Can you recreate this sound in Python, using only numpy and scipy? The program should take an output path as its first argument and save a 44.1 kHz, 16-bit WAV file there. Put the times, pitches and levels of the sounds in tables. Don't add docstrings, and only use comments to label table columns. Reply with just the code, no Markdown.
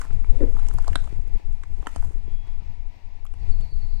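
import sys
import numpy as np
from scipy import signal
from scipy.fft import rfft, irfft, next_fast_len
from scipy.io import wavfile
from scipy.ndimage import map_coordinates

SR = 44100
rng = np.random.default_rng(int(sys.argv[2]) if len(sys.argv) > 2 else 0)


def dump(signal):
    limited = np.clip(np.atleast_2d(signal).T, -1, 1)
    pcm = np.round(limited * 32767).astype(np.int16)
    wavfile.write(sys.argv[1], SR, pcm)


N = 176400

# start in seconds, knock, clack and tick pitch in Hz,
# then relative level in dB of the bed, knock, clack and tick.
STONE_IMPACTS = [(0.015,1470,3500,7650,-59,-42.5,-64,-50), (.05,1360,3480,7540,-56,-51,-82,-66.5),
                 (0.106,1450,3300,7560,-58,-55,-78,-87), (.13,1180,3700,7600,-58,-70,-77,-64),
                 (.244,1240,2500,7000,-54.5,-51.5,-57.5,-80), (.566,1095,3500,7800,-54,-49,-70,-74),
                 (.595,1180,3730,7900,-69,-57,-74,-64.5), (0.6854,960,3500,7530,-56,-55.5,-60,-49),
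                 (.711,1290,3500,7600,-54,-51.5,-68,-81), (0.738,1180,5100,10300,-56,-59.5,-67,-56.5),
                 (0.7847,990,5230,7730,-63,-42,-59,-55), (.844,1190,3460,7600,-53.5,-52.5,-63,-63.5),
                 (.879,970,4800,7500,-47.5,-38.5,-52,-49.5), (.93,1750,3400,7500,-56,-50,-54.5,-64),
                 (.956,1260,4120,8160,-37.5,-30,-32.5,-42), (1.041,1020,3700,7350,-71,-55.5,-67,-64.5),
                 (1.074,930,3480,7700,-60,-51,-66,-70), (1.276,1130,3530,7600,-53.5,-67,-75,-68),
                 (1.396,985,3500,7600,-57,-62.5,-82,-85), (1.528,1170,3700,7800,-82,-83,-84,-71.5),
                 (1.635,1610,3940,7000,-60,-51,-64,-62), (1.827,1020,3530,7600,-52,-54,-67,-77),
                 (1.8694,1380,3270,7420,-41,-34,-45,-50.5), (1.96,940,3140,7250,-45,-43.5,-57,-52),
                 (2.026,940,3500,8500,-70,-50.5,-81,-69), (2.044,914,3500,8500,-69,-54.5,-78,-65.5),
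                 (2.472,1130,3500,8000,-58,-65,-80,-77), (3.252,950,2960,10900,-82,-56.5,-74,-65.5),
                 (3.265,1170,3150,7500,-78,-66,-60.5,-68), (3.338,1090,3100,8300,-60.5,-62,-65.5,-69),
                 (3.609,1000,3670,7500,-62,-65,-65.5,-67)]
# multiple of the pitch, relative level in dB, T60 in seconds.
KNOCK_MODES = [(.55, -14.5, 0.0065), (.78, -2, 0.0084), (.97, -1, 0.0066), (1.14, -1.5, 0.0063),
               (1.34, -6.5, 0.0043), (1.75, -17.5, 0.0089)]
CLACK_MODES = [(.8, -3, .006), (.9, -1, .007), (.98, 0, .012), (1.2, -14, .005)]
TICK_MODES = [(.68, -4.5, 0.0047), (.86, -0.5, .004), (.98, -1.5, .005), (1.08, -1.5, 0.0036),
              (1.19, -1.5, 0.0036), (1.55, -16, .003)]
# frequency in Hz, relative level in dB, T60 in seconds.
BED_MODES = [(282, -8, 0.025), (396, -2, 0.011)]
# frequency in Hz, T60 in seconds.
YARD_DECAY = [(200, 0.99), (1000, 0.15), (4000, 0.39), (12000, 0.17)]
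# midpoint and length in seconds, relative level in dB, frequency multiplier.
SLIDES = [(.035,0.092,-50.5,1.7), (0.122,.055,-54.5,1), (0.59,0.12,-51,1.3), (0.72,.13,-55,1.1),
          (0.888,0.062,-45.5,1), (1.855,0.049,-54.5,1), (2.036,.11,-66,1.2), (2.474,0.1,-60,1.45),
          (2.585,.41,-72,1.4)]
# start in seconds, relative thump level in dB, thump pitch in Hz,
# relative slap level in dB.
AIR_PUFFS = [(.108,-23.5,186,-33), (0.131,-26,120,-30.5), (0.334,-13,90,-31.5), (.552,-21.5,166,-32),
             (0.698,-27,233,-34), (0.74,-31,118,-26.5), (.917,-15.5,68,-27), (1.125,-12.5,103,-23),
             (1.19,-13,94.5,-32), (1.235,-39,130,-37), (1.353,-30,130,-26.5), (1.779,-36,140,-34),
             (1.797,-17,100,-30.5), (2.05,-50,200,-32.5), (2.107,-41,244,-30), (2.157,-27.5,167,-31.5),
             (2.279,-21.5,130,-25.5), (2.331,-27.5,165,-42), (2.621,-28,169,-44), (2.699,-23,122,-55),
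             (3.49,-28,80,-41), (3.601,-24,131,-52), (3.724,-38,230,-33.5)]
# start in seconds, relative level in dB.
BIRD_NOTES = [(3.409, -68), (3.504, -56.5), (3.604, -55), (3.703, -56), (3.804, -58)]

# time in seconds, relative level in dB.
GRIT_ENVELOPE = [(0,-51), (.1,-70), (.4,-67.5), (.55,-63.5), (.72,-61), (.92,-62), (1.05,-63), (1.25,-73.5),
                 (1.45,-77.5), (1.65,-72.5), (1.85,-69.5), (1.89,-60.5), (2.1,-62.5), (2.2,-76), (2.6,-85),
                 (3.22,-96), (3.3,-77.5), (3.7,-72.5), (3.97,-76)]
WIND_ENVELOPE = [(0.0, -43.5), (0.15, -26.5), (0.25, -36.5), (0.34, -23.5), (0.39, -33.5), (0.42, -27),
                 (0.57, -32), (0.73, -33.5), (0.75, -22), (0.86, -39.5), (0.92, -25), (0.99, -33),
                 (1.18, -36.5), (1.31, -35), (1.36, -32.5), (1.4, -59), (1.45, -32.5), (1.58, -44),
                 (1.72, -32), (1.76, -40.5), (1.8, -28.5), (1.85, -47), (2.0, -31.5), (2.24, -40),
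                 (2.29, -34), (2.4, -38.5), (2.9, -42), (2.99, -52), (3.07, -42.5), (3.28, -46), (3.5, -29),
                 (3.58, -33), (3.6, -26.5), (3.67, -37), (3.97, -32.5)]
FLUTTER_ENVELOPE = [(0.301, -49.5), (0.4, -43), (.407, -22), (0.422, -25), (0.437, -18.5), (.452, -34.5),
                    (0.476, -34), (.53, -54)]
HUSH_ENVELOPE = [(0, -55.5), (1.4, -58.5), (1.6, -61.5), (1.9, -58), (2.8, -59.5), (3.2, -60), (3.6, -58.5),
                 (4, -60.5)]
WASH_ENVELOPE = [(3.3, -110), (3.42, -72), (3.6, -66), (3.8, -67.5), (4, -62.5)]

# frequency in Hz, relative level in dB.
SCRAPE_SPECTRUM = [(150, -16), (400, 4), (800, 11.5), (1200, -4.5), (1900, -9.5), (2800, -7), (6000, -24.5),
                   (12000, -45)]
GRIT_SPECTRUM = [(200, 6), (600, 9), (1100, 7.5), (1800, 4), (2800, -5.5), (4500, -9.5), (7000, 0.5),
                 (9700, -3.5), (11000, -10), (15500, -19.5)]
WIND_SPECTRUM = [(3, -0.5), (10, 2.5), (20, 10), (27, -2.5), (38, -13), (60, -11.5), (90, -17.5),
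                 (130, -26.5), (200, -43), (400, -47.5), (900, -56), (3000, -110)]
FLUTTER_SPECTRUM = [(120, -15), (220, -17), (280, 0), (360, -9), (470, -3), (550, -6), (680, -24),
                    (1200, -39), (2000, -36), (3500, -72)]
HUSH_LEFT_SPECTRUM = [(100, 1), (300, -2), (470, -9.5), (620, -2.5), (730, 2.5), (960, 3.5), (1100, -8.5),
                      (1350, -17), (1600, -12.5), (1950, -3.5), (2600, -4.5), (3100, -13.5), (3700, -13),
                      (5000, -16), (7000, -25), (10000, -37.5), (15000, -34.5)]
HUSH_RIGHT_SPECTRUM = [(100, 3), (220, 4), (340, -2), (550, -6), (950, -10), (1700, -17.5), (3000, -17),
                       (6000, -20), (10000, -32.5), (15000, -32.5)]
WASH_SPECTRUM = [(3000, -60), (3700, -16), (4050, -4), (4400, 0), (4700, -3), (5000, -16), (5800, -60)]


def amp(db):
    return 10 ** (np.asarray(db) / 20)


def unit(x):
    return x / np.sqrt(np.mean(x ** 2) + 1e-20)


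def pan(db):
    gains = amp(np.array([[db], [-db]]) / 2)
    return gains / gains.mean()


def along(points, hz):
    freqs, values = np.transpose(points)
    return np.interp(np.log(hz + 1), np.log(freqs + 1), values)


def envelope(rows):
    return amp(np.interp(np.arange(N) / SR, *np.transpose(rows)))


def wobble(per_s):
    return map_coordinates(rng.standard_normal(4000), [np.arange(N) * per_s / SR], mode="mirror")


def filtered(x, response):
    size = next_fast_len(N + SR // 2)
    return irfft(rfft(x, size) * response(np.fft.rfftfreq(size, 1 / SR)), size)[..., :N]


def noise(spectrum, channels=1):
    return unit(filtered(rng.standard_normal((channels, N)), lambda hz: amp(along(spectrum, hz))))


def add(track, start, x):
    part = track[..., max(0, round(start * SR)):][..., :x.shape[-1]]
    part += x[..., :part.shape[-1]]


def reverb(x, decay):
    hz, t, bands = signal.stft(rng.standard_normal((2, SR // 2)), SR, nperseg=256)
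    tail = signal.istft(bands * amp(-60 * t / along(decay, hz)[:, None]), SR, nperseg=256)[1]
    return signal.fftconvolve(x[None], tail / np.linalg.norm(tail[0]), axes=1)


def ring(modes, rebound_db, pitch=1, flat_share=0, settle_s=.0019, rebound_s=.0015):
    t = np.arange(SR // 20) / SR
    t = t - flat_share * settle_s * (1 - np.exp(-t / settle_s))
    hz, db, t60 = np.transpose(modes)[:, :, None]
    hz = pitch * hz * np.exp(.03 * rng.standard_normal(hz.shape))
    x = np.zeros(len(t))
    for k in range(3):
        age = np.maximum(t - k * rebound_s * rng.uniform(.807, 1.189), 0)
        strike = rng.choice([-1, 1], hz.shape) * amp(db + k * rebound_db + rng.standard_normal(hz.shape))
        attack = 1 - np.exp(-hz * age)
        x += np.sum(strike * attack * amp(-60 * age / t60) * np.sin(2 * np.pi * hz * age), axis=0)
    return x / np.sqrt(np.sum(x ** 2) / (.02 * SR))


def stones():
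    out = np.zeros((2, N))
    for start, knock_hz, clack_hz, tick_hz, bed_db, knock_db, clack_db, tick_db in STONE_IMPACTS:
        knock = amp(knock_db) * pan(-2) * ring(KNOCK_MODES, -2.5, knock_hz)
        tick = amp(tick_db - .5) * pan(-14.5) * ring(TICK_MODES, -1.5, tick_hz)
        clack = amp(clack_db - 2) * pan(-14.5) * ring(CLACK_MODES, -2.5, clack_hz, flat_share=.14)
        left, right = knock + tick + clack
        add(out[0], start + .0001, left)
        add(out[1], start, right)
        jolt = amp(bed_db + 8) * ring(BED_MODES, rebound_db=-23)
        add(out, start + .001, np.array([jolt, -amp(-4.5) * jolt]))
        radiated = (knock + tick + amp(-5) * clack).mean(0)
        add(out, start, amp(-13.5) * reverb(radiated, YARD_DECAY))
    return out


def scrapes(roughness_db=5.5, slips_per_s=300):
    slides = np.zeros(N)
    for middle, length, db, pitch in SLIDES:
        push = amp(db) * np.hanning(int(length * SR))
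        friction = noise([(pitch * hz, band_db) for hz, band_db in SCRAPE_SPECTRUM])[0, :len(push)]
        add(slides, middle - length / 2, push * friction)
    return slides * unit(amp(roughness_db * wobble(slips_per_s)))


def grit(grains_per_s=210, grain_t60_s=.005):
    hits = (rng.random(N) < grains_per_s / SR) * amp(6 * np.clip(rng.standard_normal(N), -2, 2))
    decay = amp(-60 * np.arange(SR // 50) / SR / grain_t60_s)
    grains = unit(signal.fftconvolve(hits, decay)[:N] * noise(GRIT_SPECTRUM, channels=2))
    rustle = noise(GRIT_SPECTRUM, channels=2)
    return envelope(GRIT_ENVELOPE) * pan(-9) * (amp(1) * rustle + amp(-1) * grains)


def puffs(slap_hz=342.6, slap_t60_s=.011, thump_t60_s=.024):
    t = np.arange(SR // 10) / SR
    slap_phase = 2 * np.pi * slap_hz * t
    slap = amp(-.5 - 60 * t / slap_t60_s) * np.sin(slap_phase) * slap_phase / 2
    thump_shape = amp(2 - 60 * t / thump_t60_s) * (1 - np.exp(-t / .0028))
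    out = np.zeros(N)
    for start, thump_db, hz, slap_db in AIR_PUFFS:
        add(out, start, amp(slap_db) * slap + amp(thump_db) * thump_shape * np.sin(2 * np.pi * hz * t))
    return out


def flutter():
    first_s, last_s = FLUTTER_ENVELOPE[0][0], FLUTTER_ENVELOPE[-1][0]
    burst = envelope([(first_s - .1, -120), *FLUTTER_ENVELOPE, (last_s + .12, -120)])
    return burst * noise(FLUTTER_SPECTRUM)[0]


def wind():
    eddies = amp(2.2 * wobble(per_s=30))
    left, right = amp(17.5) * envelope(WIND_ENVELOPE) * unit(eddies * noise(WIND_SPECTRUM, channels=2))
    thumps, burst = puffs(), flutter()
    sheltered = amp(-37.5) * right - amp(-28) * left - amp(-13) * thumps + amp(-23.5) * burst
    return np.array([left + thumps + burst, sheltered])


def hush():
    waver = amp(2 * wobble(per_s=16))
    air = np.vstack([noise(HUSH_LEFT_SPECTRUM), noise(HUSH_RIGHT_SPECTRUM)])
    return envelope(HUSH_ENVELOPE) * waver * pan(5.5) * air


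def bird(note_hz=4500, note_s=.048, warble_hz=45, whistle_hz=3320, whistle_s=.42):
    song = np.zeros(N)
    t = np.arange(int(note_s * SR)) / SR
    fall_hz = 8500 * t * (t / note_s) ** 2
    for start, db in BIRD_NOTES:
        hz = note_hz - fall_hz + warble_hz * wobble(per_s=400)[:len(t)]
        add(song, start, amp(db) * np.hanning(len(t)) * np.sin(2 * np.pi * np.cumsum(hz) / SR))
    t = np.arange(int(whistle_s * SR)) / SR
    whistle = amp(-70) * np.hanning(len(t)) * np.sin(2 * np.pi * whistle_hz * t)
    add(song, 2.18, whistle)
    wash = envelope(WASH_ENVELOPE) * noise(WASH_SPECTRUM, channels=2)
    echoes = amp(-2) * reverb(song, decay=[(note_hz, .9)])[:, :N]
    return pan(3) * (song + echoes + wash)


def scene():
    return stones() + scrapes() + grit() + wind() + hush() + bird()


def record(dry, top_hz=15700):
    return filtered(dry, lambda hz: hz < top_hz)


dry = scene()
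out = record(dry)
dump(out)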